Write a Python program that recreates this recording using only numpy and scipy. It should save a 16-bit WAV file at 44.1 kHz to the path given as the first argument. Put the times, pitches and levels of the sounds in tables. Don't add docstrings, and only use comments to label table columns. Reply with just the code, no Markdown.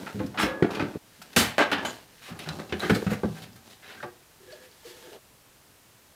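import sys
import numpy as np
from scipy import signal
from scipy.fft import rfft, irfft, next_fast_len
from scipy.io import wavfile

SR = 44100
rng = np.random.default_rng(int(sys.argv[2]) if len(sys.argv) > 2 else 0)


def master(y):
    cut = np.clip(np.atleast_2d(y).T, -1, 1)
    pcm = np.round(cut * 32767)
    wavfile.write(sys.argv[1], SR, pcm.astype(np.int16))


def boost_factor(decibels):
    exponent = np.asarray(decibels, float) / 20
    return 10 ** exponent


N = 271213


def rms_one(x):
    return x / np.sqrt(np.mean(x ** 2) + 1e-20)


def band(x, lo_hz, hi_hz):
    return signal.sosfilt(signal.butter(2, [lo_hz, min(hi_hz, .45 * SR)], "band", fs=SR, output="sos"), x)


def peak(x, hz, width_hz):
    r = np.exp(-np.pi * width_hz / SR)
    numerator = np.array([1, 0, -1]) * (1 - r * r) / 2
    return signal.lfilter(numerator, [1, -2 * r * np.cos(2 * np.pi * hz / SR), r * r], x)


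def coloured(x, spectrum):
    hz, level_db = np.transpose(spectrum)
    size = next_fast_len(len(x))
    f = np.maximum(np.arange(size // 2 + 1) * SR / size, 1)
    gain = boost_factor(np.interp(np.log(f), np.log(hz), level_db))
    return rms_one(irfft(rfft(x, size) * gain, size)[:len(x)])


def grit(size, per_s, spread_db):
    sizes = boost_factor(spread_db * np.minimum(rng.exponential(1, size), 4)) * rng.choice([-1, 1], size)
    clicks = sizes * (rng.random(size) < per_s / SR)
    return rms_one(clicks + 0.6 * rng.standard_normal(size))


def add(out, start_s, sound):
    i = int(start_s * SR)
    out[i:i + len(sound)] += sound[:N - i]


# freq_hz, level_db
HISS = [(12, -38), (22, -8.5), (120, -0.5), (206, -5), (700, -8), (1820, -11.5), (14700, -17.5),
        (16000, -13.5)]


def hiss():
    return boost_factor(-56) * coloured(rng.standard_normal(N), HISS)


def garage(x):
    t60_s, dull_hz, thin_hz, level_db = 0.29, 3000, 280, -10
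    t = np.arange(SR // 2) / SR
    noise = signal.lfilter(*signal.butter(1, thin_hz, "high", fs=SR), rng.standard_normal(len(t)))
    dull = signal.lfilter(*signal.butter(1, dull_hz, fs=SR), noise)
    tail = dull + (noise - dull) * boost_factor(-90 * t / t60_s)
    tail = tail * boost_factor(-60 * t / t60_s) * np.minimum(t / 0.01, 1)
    return boost_factor(level_db) * signal.fftconvolve(x, tail / np.sqrt(np.sum(tail ** 2)))[:N]


# freq_hz, width_hz, level_db
LINER = [(290, 170, 21.5), (546, 3, 9), (880, 65, 21), (1230, 8.7, -27), (1350, 330, 19), (1660, 50, 6.5),
         (1940, 46, -11.5), (2610, 280, -1), (3560, 87, -9.5), (4550, 42, -15)]
CLIPS = [(251, 23, 5), (590, 17, -25), (877, 88, -1.5), (1640, 320, 8), (1970, 8.8, -30), (2600, 38, -29),
         (3000, 136, -2)]
LAMP = [(221, 19, -2), (412, 91, 5), (775, 12.4, 6.5), (1230, 12, -20), (1620, 29, -18), (2120, 30, -25)]
LAMP_FREE = [(500, 49, 1), (625, 21, 8.5), (883, 22, 2), (1330, 64, -10), (1730, 87, -9.5), (2190, 48, -10),
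             (3270, 520, -19)]
PARTS = [LINER, CLIPS, LAMP, LAMP_FREE]


def body(x, modes):
    top_db = max(mode[2] for mode in modes)
    return sum((-1) ** k * boost_factor(db - top_db) * peak(x, hz, width_hz)
               for k, (hz, width_hz, db) in enumerate(modes))


# start_s, pressure_db, speed_db
RUB = [
    [(0, -35, -1.5), (.256, -45.5, 4), (.468, -46.5, -13), (.638, -51, -10), (.728, -39.5, -10),
     (.818, -40.5, -9), (.98, -47.5, 0)],
    [(.98, -45, -1), (1.156, -53, 12.5), (1.4, -45, -2), (1.464, -37, 14), (1.544, -55, 0),
     (1.746, -45, -16), (1.906, -34.5, 2.5), (2.068, -54, 3), (2.28, -48.5, 12)],
    [(2.28, -42, 4), (2.344, -49, 0), (2.468, -40, -1.5), (2.57, -38, -1.5), (2.67, -45, -0.5),
     (2.738, -42.5, -2), (2.922, -34.5, 8.5), (3.198, -44.5, -0.5), (3.42, -43, 5.5), (3.48, -51.5, 0.5),
     (3.62, -59, 8), (3.67, -45, 4), (3.78, -55.5, 7), (4.02, -45, 3), (4.12, -57, 2), (4.22, -63, 7.5)],
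    [(4.22, -68, 7), (4.538, -48.5, 8.5), (4.678, -57.5, 10), (4.89, -52.5, 17), (5.016, -46, 11),
     (5.134, -52, 15.5), (5.19, -58, 16)],
]
# freq_hz, level_db_per_hz
FIZZ = [(2350, -5), (4000, -0.5), (5500, -4), (6070, -4.5), (10500, -8), (14500, -9.5), (16000, -10)]


def rub(rows, modes):
    start_s, press_db, speed_db = np.transpose(rows)
    t = np.arange(int(start_s[0] * SR), int(start_s[-1] * SR)) / SR
    slips = grit(len(t), per_s=2700, spread_db=7.5)
    rung = body(slips, modes)
    rumble = rms_one(band(rung, 78, 1130)) + 1.15 * rms_one(band(slips, 79, 750))
    rasp = rms_one(band(rung, 920, 4400)) + 0.69 * rms_one(band(slips, 795, 4900))
    sheen = coloured(grit(len(t), per_s=8300, spread_db=1.5), FIZZ)
    layers = [(rumble, 5 - speed_db), (rasp, -1 + 0.169 * speed_db), (sheen, -7.5 + 0.71 * speed_db)]
    return sum(boost_factor(np.interp(t, start_s, press_db + db) - 9.0) * rms_one(x) for x, db in layers)


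def rubbing():
    out = np.zeros(N)
    for rows, modes in zip(RUB, PARTS):
        add(out, rows[0][0], rub(rows, modes))
    return out


# start_s, end_s, freq_hz, width_hz, start_db
HUMS = [(.342, .372, 670, 220, -38), (1.6, 1.645, 1350, 820, -22.5), (2.9, 3.155, 1550, 260, -52),
        (0.38, .455, 1600, 199, -33), (2.94, 2.975, 3900, 1130, -37), (2.815, 2.9, 1590, 300, -35),
        (.392, .435, 8000, 1300, -40.5), (0.4, .465, 5400, 500, -40), (1.373, 1.395, 8300, 1100, -29),
        (1.848, 1.914, 6900, 540, -42.5), (2.46, 2.656, 154.5, 4.1, -40.5), (3.401, 3.623, 124, 50, -48.5),
        (3.819, 4.02, 1630, 640, -52.5), (4.044, 4.058, 1070, 190, -35), (4.0, 4.016, 1450, 220, -38),
        (4.4, 4.71, 377, 43, -56), (4.47, 4.71, 497, 15, -57), (4.52, 4.575, 613, 15, -48.5),
        (4.85, 5.07, 474, 7.7, -53.5), (4.856, 5.163, 353, 23, -54), (5.07, 5.1, 400, 92, -46),
        (4.47, 4.66, 1680, 120, -58.5), (1.595, 1.64, 390, 200, -27), (5.11, 5.25, 420, 190, -46),
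        (5.02, 5.1, 1620, 110, -60)]


def hums():
    out, t = np.zeros(N), np.arange(SR // 2) / SR
    fade_db, edge_s = 5.5, 0.00935
    for start_s, end_s, hz, width_hz, start_db in HUMS:
        width_hz = max(width_hz, .03 * hz)
        tone = peak(peak(rng.standard_normal(SR), hz, width_hz), hz, 4 * width_hz)[SR // 2:]
        length_s = end_s - start_s
        edges = np.clip(np.minimum(t, length_s - t) / edge_s, 0, 1)
        level_db = np.interp(t, [0, length_s], [start_db, start_db - fade_db])
        add(out, start_s, rms_one(tone) * edges * boost_factor(level_db))
    return out


# start_s, peak_db, freq_hz, t60_s
THUDS = [(0.147, -29.5, 106.4, 0.43), (0.29, -36.5, 133, 0.31), (0.429, -24.5, 60.6, 0.2),
         (0.627, -30.5, 124.5, 0.32), (1.398, -25, 108, 0.2), (2.308, -37, 121, 0.13),
         (2.499, -33, 83.4, 0.18), (2.724, -24.5, 84, 0.15), (2.835, -25, 141, .15),
         (2.918, -28.5, 114.7, 0.3), (3.06, -35, 119, 0.12), (3.257, -23, 118.6, 0.23),
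         (4.028, -42, 137, 0.27)]


def thuds():
    out, t = np.zeros(N), np.arange(SR // 2) / SR
    for start_s, level_db, hz, t60_s in THUDS:
        swell = (1 - np.exp(-t * hz * 1.3)) * boost_factor(-60 * t / max(t60_s, .03))
        add(out, start_s - .004, boost_factor(level_db - 1.5) * swell * np.sin(2 * np.pi * hz * t))
    return out


# start_s, freq_hz, level_db, t60_s, rise_s
RINGS = [(.44, 332, -36, .7, .012), (.455, 520.2, -28.5, 0.47, 0.0097), (.47, 552, -31, .5, .015),
         (.45, 837, -42, 0.56, .01), (.45, 969, -42, .6, .01), (.45, 1093, -41, .5, .01),
         (.45, 1222, -41, .7, .01), (.45, 1432, -40, .45, .01), (.46, 1680, -36, .8, .015),
         (.47, 1966, -40, .25, .01), (1.583, 822, -22, 0.097, 0.0037), (1.584, 1640, -28, 0.13, 0.0067),
         (1.584, 1854, -29, 0.15, .004), (1.583, 2040, -27, 0.22, .004), (1.59, 294, -25, 0.31, 0.0071),
         (1.784, 626, -31, .1, .003), (2.73, 205, -28, 0.13, .006), (2.796, 3870, -28, .012, .001),
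         (2.804, 3960, -17.5, 0.013, 0.0009), (2.834, 1230, -19.5, 0.047, 0.0013),
         (2.724, 1730, -34, 0.048, .002), (3.232, 1557, -32.5, 0.076, 0.0018),
         (4.029, 1614, -35, 0.073, 0.0035), (4.029, 1154, -38, 0.13, 0.0026), (4.03, 848, -36, 0.092, .002),
         (4.03, 590, -34.5, .1, .002), (4.043, 353.3, -30.5, 0.17, 0.011), (4.045, 746, -38, 0.087, .005),
         (4.522, 4450, -42, .07, .006),
         (.2, 506, -29, 0.14, .004), (.2, 864, -32, 0.092, 0.0033), (.204, 1070, -37.5, .12, 0.0027),
        (.196, 1700, -45, 0.088, .003), (.624, 704, -23.5, 0.049, .002), (0.625, 1390, -29, 0.071, .001),
        (.624, 1890, -26.5, 0.038, .001), (.75, 2430, -29, 0.044, .002), (0.798, 2510, -24, 0.041, 0.0016),
        (.797, 880, -27, 0.065, 0.0018), (.73, 900, -38, 0.056, .005), (.933, 305, -29, 0.13, 0.0046),
        (1.612, 604, -19, 0.089, 0.0086), (1.612, 853, -21, 0.11, 0.0058), (1.615, 1640, -21, .09, .006),
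        (1.59, 2600, -25, 0.1, .005), (1.72, 290, -25, 0.24, 0.007), (1.784, 1710, -26, 0.094, 0.0025),
        (1.786, 1050, -32, 0.075, .003), (2.3, 237.4, -34, .12, .006), (2.458, 1590, -44, 0.06, 0.0027),
        (2.488, 910, -36, .06, .003), (2.509, 1230, -37, .06, .003), (2.513, 2680, -44, .11, .005),
        (2.588, 2650, -44, .06, .004), (2.598, 1250, -36, .07, .003), (2.612, 560, -36, .07, .004),
        (2.646, 2680, -48, .04, .003), (2.694, 2680, -45, .04, .002), (2.897, 559, -20, 0.06, .002),
        (3.236, 565, -27, 0.07, 0.0066), (3.27, 159.8, -30, 0.4, 0.017), (3.895, 1440, -41, .1, .005),
        (3.973, 1590, -43, 0.23, .006), (4.045, 483.7, -39.5, 0.19, .006), (4.478, 500, -43, 0.13, 0.0036),
        (4.848, 471, -39, 0.18, 0.0065), (5.037, 500, -43, 0.11, 0.005), (5.077, 478, -42, 0.11, .003),
        (5.135, 500, -46, 0.093, .004)]


def rings():
    out, t = np.zeros(N), np.arange(SR // 3) / SR
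    waver, waver_hz = .25, 37
    for start_s, hz, level_db, t60_s, rise_s in RINGS:
        shape = (1 - np.exp(-t / max(rise_s, .001))) * boost_factor(level_db - 60 * t / max(t60_s, .008))
        beat = 1 + waver * np.sin(2 * np.pi * waver_hz * (hz / 1000) ** .3 * t + hz)
        end_fade = np.minimum(10 * (t[-1] - t), 1)
        add(out, start_s, shape * beat * np.sin(2 * np.pi * hz * t) * end_fade)
    return out


# start_s, peak_db, ring_hz, t60_s
TICKS = [(0.265, -37, 5070, .008), (0.626, -15.5, 1730, 0.029), (.712, -39, 6030, 0.0047),
         (1.217, -35, 1310, 0.023), (1.332, -39, 5000, 0.0051), (1.582, -8.5, 1610, 0.0039),
         (1.7161, -15, 1730, 0.0052), (1.849, -43, 3000, 0.0063), (2.392, -26, 10500, .004),
         (2.489, -19.5, 4000, 0.0094), (2.726, -25, 3000, 0.0094), (2.797, -29, 9850, 0.0034),
         (2.834, -26, 2500, 0.0097), (3.022, -28.5, 1550, 0.016), (1.784, -27, 1600, 0.0081),
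         (0.7348, -30, 2100, .01), (0.75, -28, 3000, .008), (1.38, -24, 3100, .01), (1.592, -9, 1630, .008),
         (.393, -23.5, 2550, .006), (.432, -19.5, 2000, .008), (2.8984, -14, 1430, 0.017),
         (3.069, -34, 5850, .005), (3.234, -31, 1450, 0.025), (4.028, -30, 1510, .012),
         (4.524, -42, 4500, 0.032), (4.715, -41, 4470, .01), (3.532, -41, 4980, 0.0093),
         (2.6, -30, 3870, .006), (1.367, -45, 2500, 0.0036), (5.132, -37.5, 2960, .015)]


def ticks():
    out = np.zeros(N)
    click = np.append(-1., np.zeros(SR // 20)) + 1e-18
    for start_s, level_db, hz, t60_s in TICKS:
        crack = band(click, .3 * hz, 1.8 * hz)
        ring = peak(click, hz, 2.2 / np.clip(t60_s, .002, .02))
        add(out, start_s, boost_factor(level_db) * (.8 * crack / np.ptp(crack) + .5 * ring / np.max(ring)))
    return out


def tab(x, chance):
    low_hz, high_hz, q, share = 1200, 12000, 35, .13
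    pitches_hz = low_hz * (high_hz / low_hz) ** chance
    return x + share * sum(4 * peak(x, hz, hz / q) for hz in pitches_hz)


# start_s, end_s
SHOTS = [
    (0, 0.63),
    (.98, 2.23),
    (2.28, 4.22),
    (4.222, 13),
]


def edges(table, swell):
    out, drive, t = np.zeros(N), np.zeros(N), np.arange(SR // 4) / SR
    slips = grit(N + SR, per_s=5000, spread_db=2.8)
    clumps = rms_one(band(rng.standard_normal(N + SR), 20, 120))
    slips = slips * boost_factor(1.7 * clumps)
    fizz = coloured(grit(N + SR, per_s=6000, spread_db=3.0), FIZZ)
    tab_modes = (np.arange(12) + rng.random((len(table), 12))) / 12
    for (start_s, level_db, fizz_db, hz, chatter_s, t60_s), chance in zip(table, tab_modes):
        i = int(start_s * SR)
        after = np.maximum(t - chatter_s, 0) / max(t60_s, .01)
        shape = (1 - np.exp(-t / (0.00078 + swell * chatter_s))) * boost_factor(level_db - 12.0)
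        if swell == 0:
            shape = shape * (1 + .9 * np.exp(-t / .005))
        push = rms_one(tab(slips[i:i + len(t)], chance))
        broad = rms_one(band(band(push, 0.29 * hz, 1.8 * hz), 100, 2.9 * hz))
        pitch = rms_one(peak(push, hz, 0.089 * hz))
        edge = rms_one(broad + 0.5 * boost_factor(min(fizz_db, 0) * -0.2 - 2.5) * pitch)
        middle = rms_one(band(push, 430, 3700))
        edge = edge * boost_factor(-60 * after) + boost_factor(-6.0) * middle * boost_factor(-45 * after)
        edge = band(edge, 90, 5950)
        top = boost_factor(fizz_db) * rms_one(tab(fizz[i:i + len(t)], chance)) * boost_factor(-75 * after)
        add(out, start_s, shape * (edge + top))
        add(drive, start_s, shape * push * boost_factor(-60 * after))
    for (start_s, end_s), modes in zip(SHOTS, PARTS):
        held = body(drive[int(start_s * SR):int(end_s * SR)] + 1e-18, modes)
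        add(out, start_s, boost_factor(16.0) * band(held, 190, 3200))
    return out


# start_s, peak_db, fizz_db (relative to the edge), centre_hz, chatter_s
SCRAPES = [(.029, -59, -5, 1080, 0.017), (.064, -30.5, -29, 1420, 0.012), (0.382, -21.5, -3.5, 1990, 0.051),
           (0.748, -26.5, -9, 2450, 0.0061), (.939, -37.5, -20, 1150, 0.0071),
           (1.605, -23.5, -35, 880, 0.024), (2.213, -39.5, -1, 2030, 0.088),
           (2.269, -41.5, -19, 1230, 0.097), (2.41, -38.5, -4, 2600, 0.034), (2.456, -33, -15, 1390, 0.052),
           (2.589, -30, -14, 1210, 0.013), (2.826, -28, -8, 2100, 0.027), (2.946, -24, -1.5, 1490, 0.01),
           (3.099, -26.5, -4.5, 1420, 0.039), (3.348, -40, -2, 1620, 0.042),
           (3.418, -39.5, 1.5, 3000, 0.022), (3.556, -46.5, 5, 1620, 0.0075), (3.696, -44, 0, 3600, 0.035),
           (3.823, -43, -8, 2520, 0.13), (3.889, -38, -14, 1540, 0.012), (4.515, -41, -20, 4230, 0.015),
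           (4.619, -51, 5.5, 1730, 0.04), (4.839, -43.5, 2.5, 4200, 0.075), (5.119, -49.5, 0, 2950, 0.043)]


def scrapes():
    t60_s = 0.11
    return edges([(*row, t60_s) for row in SCRAPES], swell=0.11)


# start_s, peak_db, fizz_db (relative to the edge), centre_hz, t60_s
SNAPS = [(0.193, -37, -18, 1510, 0.12), (0.262, -49, 6, 3780, 0.057), (0.343, -41, -27, 1340, 0.08),
         (0.374, -25.5, -35, 1930, 0.18), (0.43, -27, -3, 1940, 0.24), (0.624, -24.5, -37.5, 1470, 0.11),
         (0.706, -36, -5, 2400, 0.35), (.795, -22, -28, 1330, 0.15), (1.217, -41.5, 6, 1730, 0.06),
         (1.329, -41.5, -2.5, 2610, 0.024), (1.362, -12, 2.5, 1840, 0.33), (1.582, -11.5, -20, 1485, 0.22),
         (1.7158, -13, -17, 1790, 0.13), (1.783, -28, -36, 1640, 0.16), (1.849, -19, -10, 1450, 0.11),
         (2.39, -33.5, -4.5, 2560, 0.093), (2.488, -28.5, -15, 3630, 0.019),
         (2.692, -41.5, -14, 2600, 0.17), (2.723, -22.5, -35, 1660, 0.056), (2.795, -30, -4.5, 1530, 0.24),
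         (2.895, -15, -15, 1440, 0.077), (3.064, -28, -18, 1350, 0.12), (3.233, -33.5, -39, 1130, 0.15),
         (4.029, -30, -20, 1340, 0.062)]


def snaps():
    return edges([(*row[:-1], 0.007 + 0.075 * row[-1], row[-1]) for row in SNAPS], swell=0)


# start_s, peak_db, main_hz, t60_s, upper_modes_db
LINER_KNOCKS = [(.019, -39, 314, 0.15, -19), (.144, -29.5, 201.6, 0.6, -9.5), (.2, -20, 322, 0.2, -22),
                (.241, -20, 280, 0.069, -28), (.289, -45.5, 254, 0.088, -29),
                (.384, -30, 313.6, 0.49, -11.5), (.432, -16.5, 310, 0.12, -11.5),
                (.6225, 1, 331, 0.043, -26.5), (.644, -11, 310, 0.072, -13.5),
                (.801, -16, 301, 0.084, -10.5), (.82, -19.5, 291, 0.23, -15),
                (.953, -22.5, 250, 0.078, -9.5)]
CLIP_KNOCKS = [(1.188, -47.5, 226, 0.17, -20), (1.364, -15.5, 236.5, 0.33, -8.5),
               (1.408, -14, 242, 0.054, -13), (1.469, -30.5, 155, .15, -24), (1.581, -9.5, 558, 0.042, -36),
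               (1.599, -14, 583.4, 0.18, -38), (1.719, -23, 399, 0.11, -20), (1.846, -25, 446, 0.093, -12)]
LAMP_KNOCKS = [(2.313, -30.5, 169, 0.22, -17), (2.599, -29, 545, 0.079, -18),
               (2.723, -20.5, 362.3, 0.16, -30), (2.829, -21, 365, 0.26, -16),
               (2.896, -8.5, 392, 0.093, -23), (2.904, -8, 215.5, 0.18, -16), (2.959, -17, 452, 0.11, -25),
               (3.025, -17, 443, 0.021, -12.5), (3.064, -13, 195, 0.12, -18),
               (3.114, -14.5, 221, .15, -15.5), (3.233, -13.5, 400, 0.051, -12.5),
               (3.243, -13.5, 216, 0.144, -16), (4.036, -39, 174, 0.12, -7), (4.531, -65, 366, 0.066, -11),
               (5.071, -48, 358, 0.081, -14)]
SIDE_MODES = [0.497, 0.662, 0.819, 1.25, 1.55, 2.0]


def knocks():
    out, t = np.zeros(N), np.arange(SR // 2) / SR
    blows = LINER_KNOCKS + CLIP_KNOCKS + LAMP_KNOCKS
    chances = rng.random((len(blows), 3, 7))
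    for (start_s, level_db, hz, t60_s, upper_db), (detune, share, turn) in zip(blows, chances):
        t60_s = max(t60_s, .02)
        lower_db = -11 - 0.1573 * (level_db + 22.0) - 0.5 * np.log2(10 * t60_s)
        ratio = np.append(1, np.array(SIDE_MODES) * (.93 + 0.179 * detune[1:]))[:, None]
        side_db = np.repeat([lower_db, upper_db], 3) - 6 * share[1:] + 6.5
        gain = boost_factor(np.append(0, side_db))[:, None]
        fall = boost_factor(-60 * t * ratio ** .5 / t60_s) * (1 - np.exp(-t * hz * ratio * 2.0))
        fall = fall * (0.8 + 0.42 * np.exp(-(t * hz / 2.8) ** 2))
        waver = .11 * np.sin(2 * np.pi * (hz * .11 * t + turn[:, None]))
        rattle = rms_one(band(rng.standard_normal(fall.shape), 12, 140))
        wave = np.sin(2 * np.pi * (hz * ratio * t + waver - waver[:, :1])) * (1 + .4 * rattle)
        add(out, start_s + 60 / SR, boost_factor(level_db - 3.5) * np.sum(gain * fall * wave, axis=0))
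    return out


def scene():
    parts = rubbing() + hums() + thuds() + rings() + ticks() + scrapes() + snaps() + knocks()
    parts += garage(parts)
    parts = signal.sosfilt(signal.butter(3, 70, "high", fs=SR, output="sos"), parts)
    t = np.arange(N) / SR
    fade = np.clip((.985 - t) / 0.015, 0, 1) + np.clip((t - 1.0) / 0.2, 0, 1)
    fade *= np.clip((5.2 - t) / 0.046, 0, 1)
    return (parts * fade + hiss())[None]


def roll_off(x):
    return signal.sosfilt(signal.butter(12, 16800, fs=SR, output="sos"), x)


def record(dry):
    rounded = 0.8 * np.tanh(dry / 0.8)
    top_cut = signal.cheby2(10, 70, 17000, fs=SR, output="sos")
    return roll_off(signal.sosfilt(top_cut, rounded))


dry = scene()
out = record(dry)
master(out)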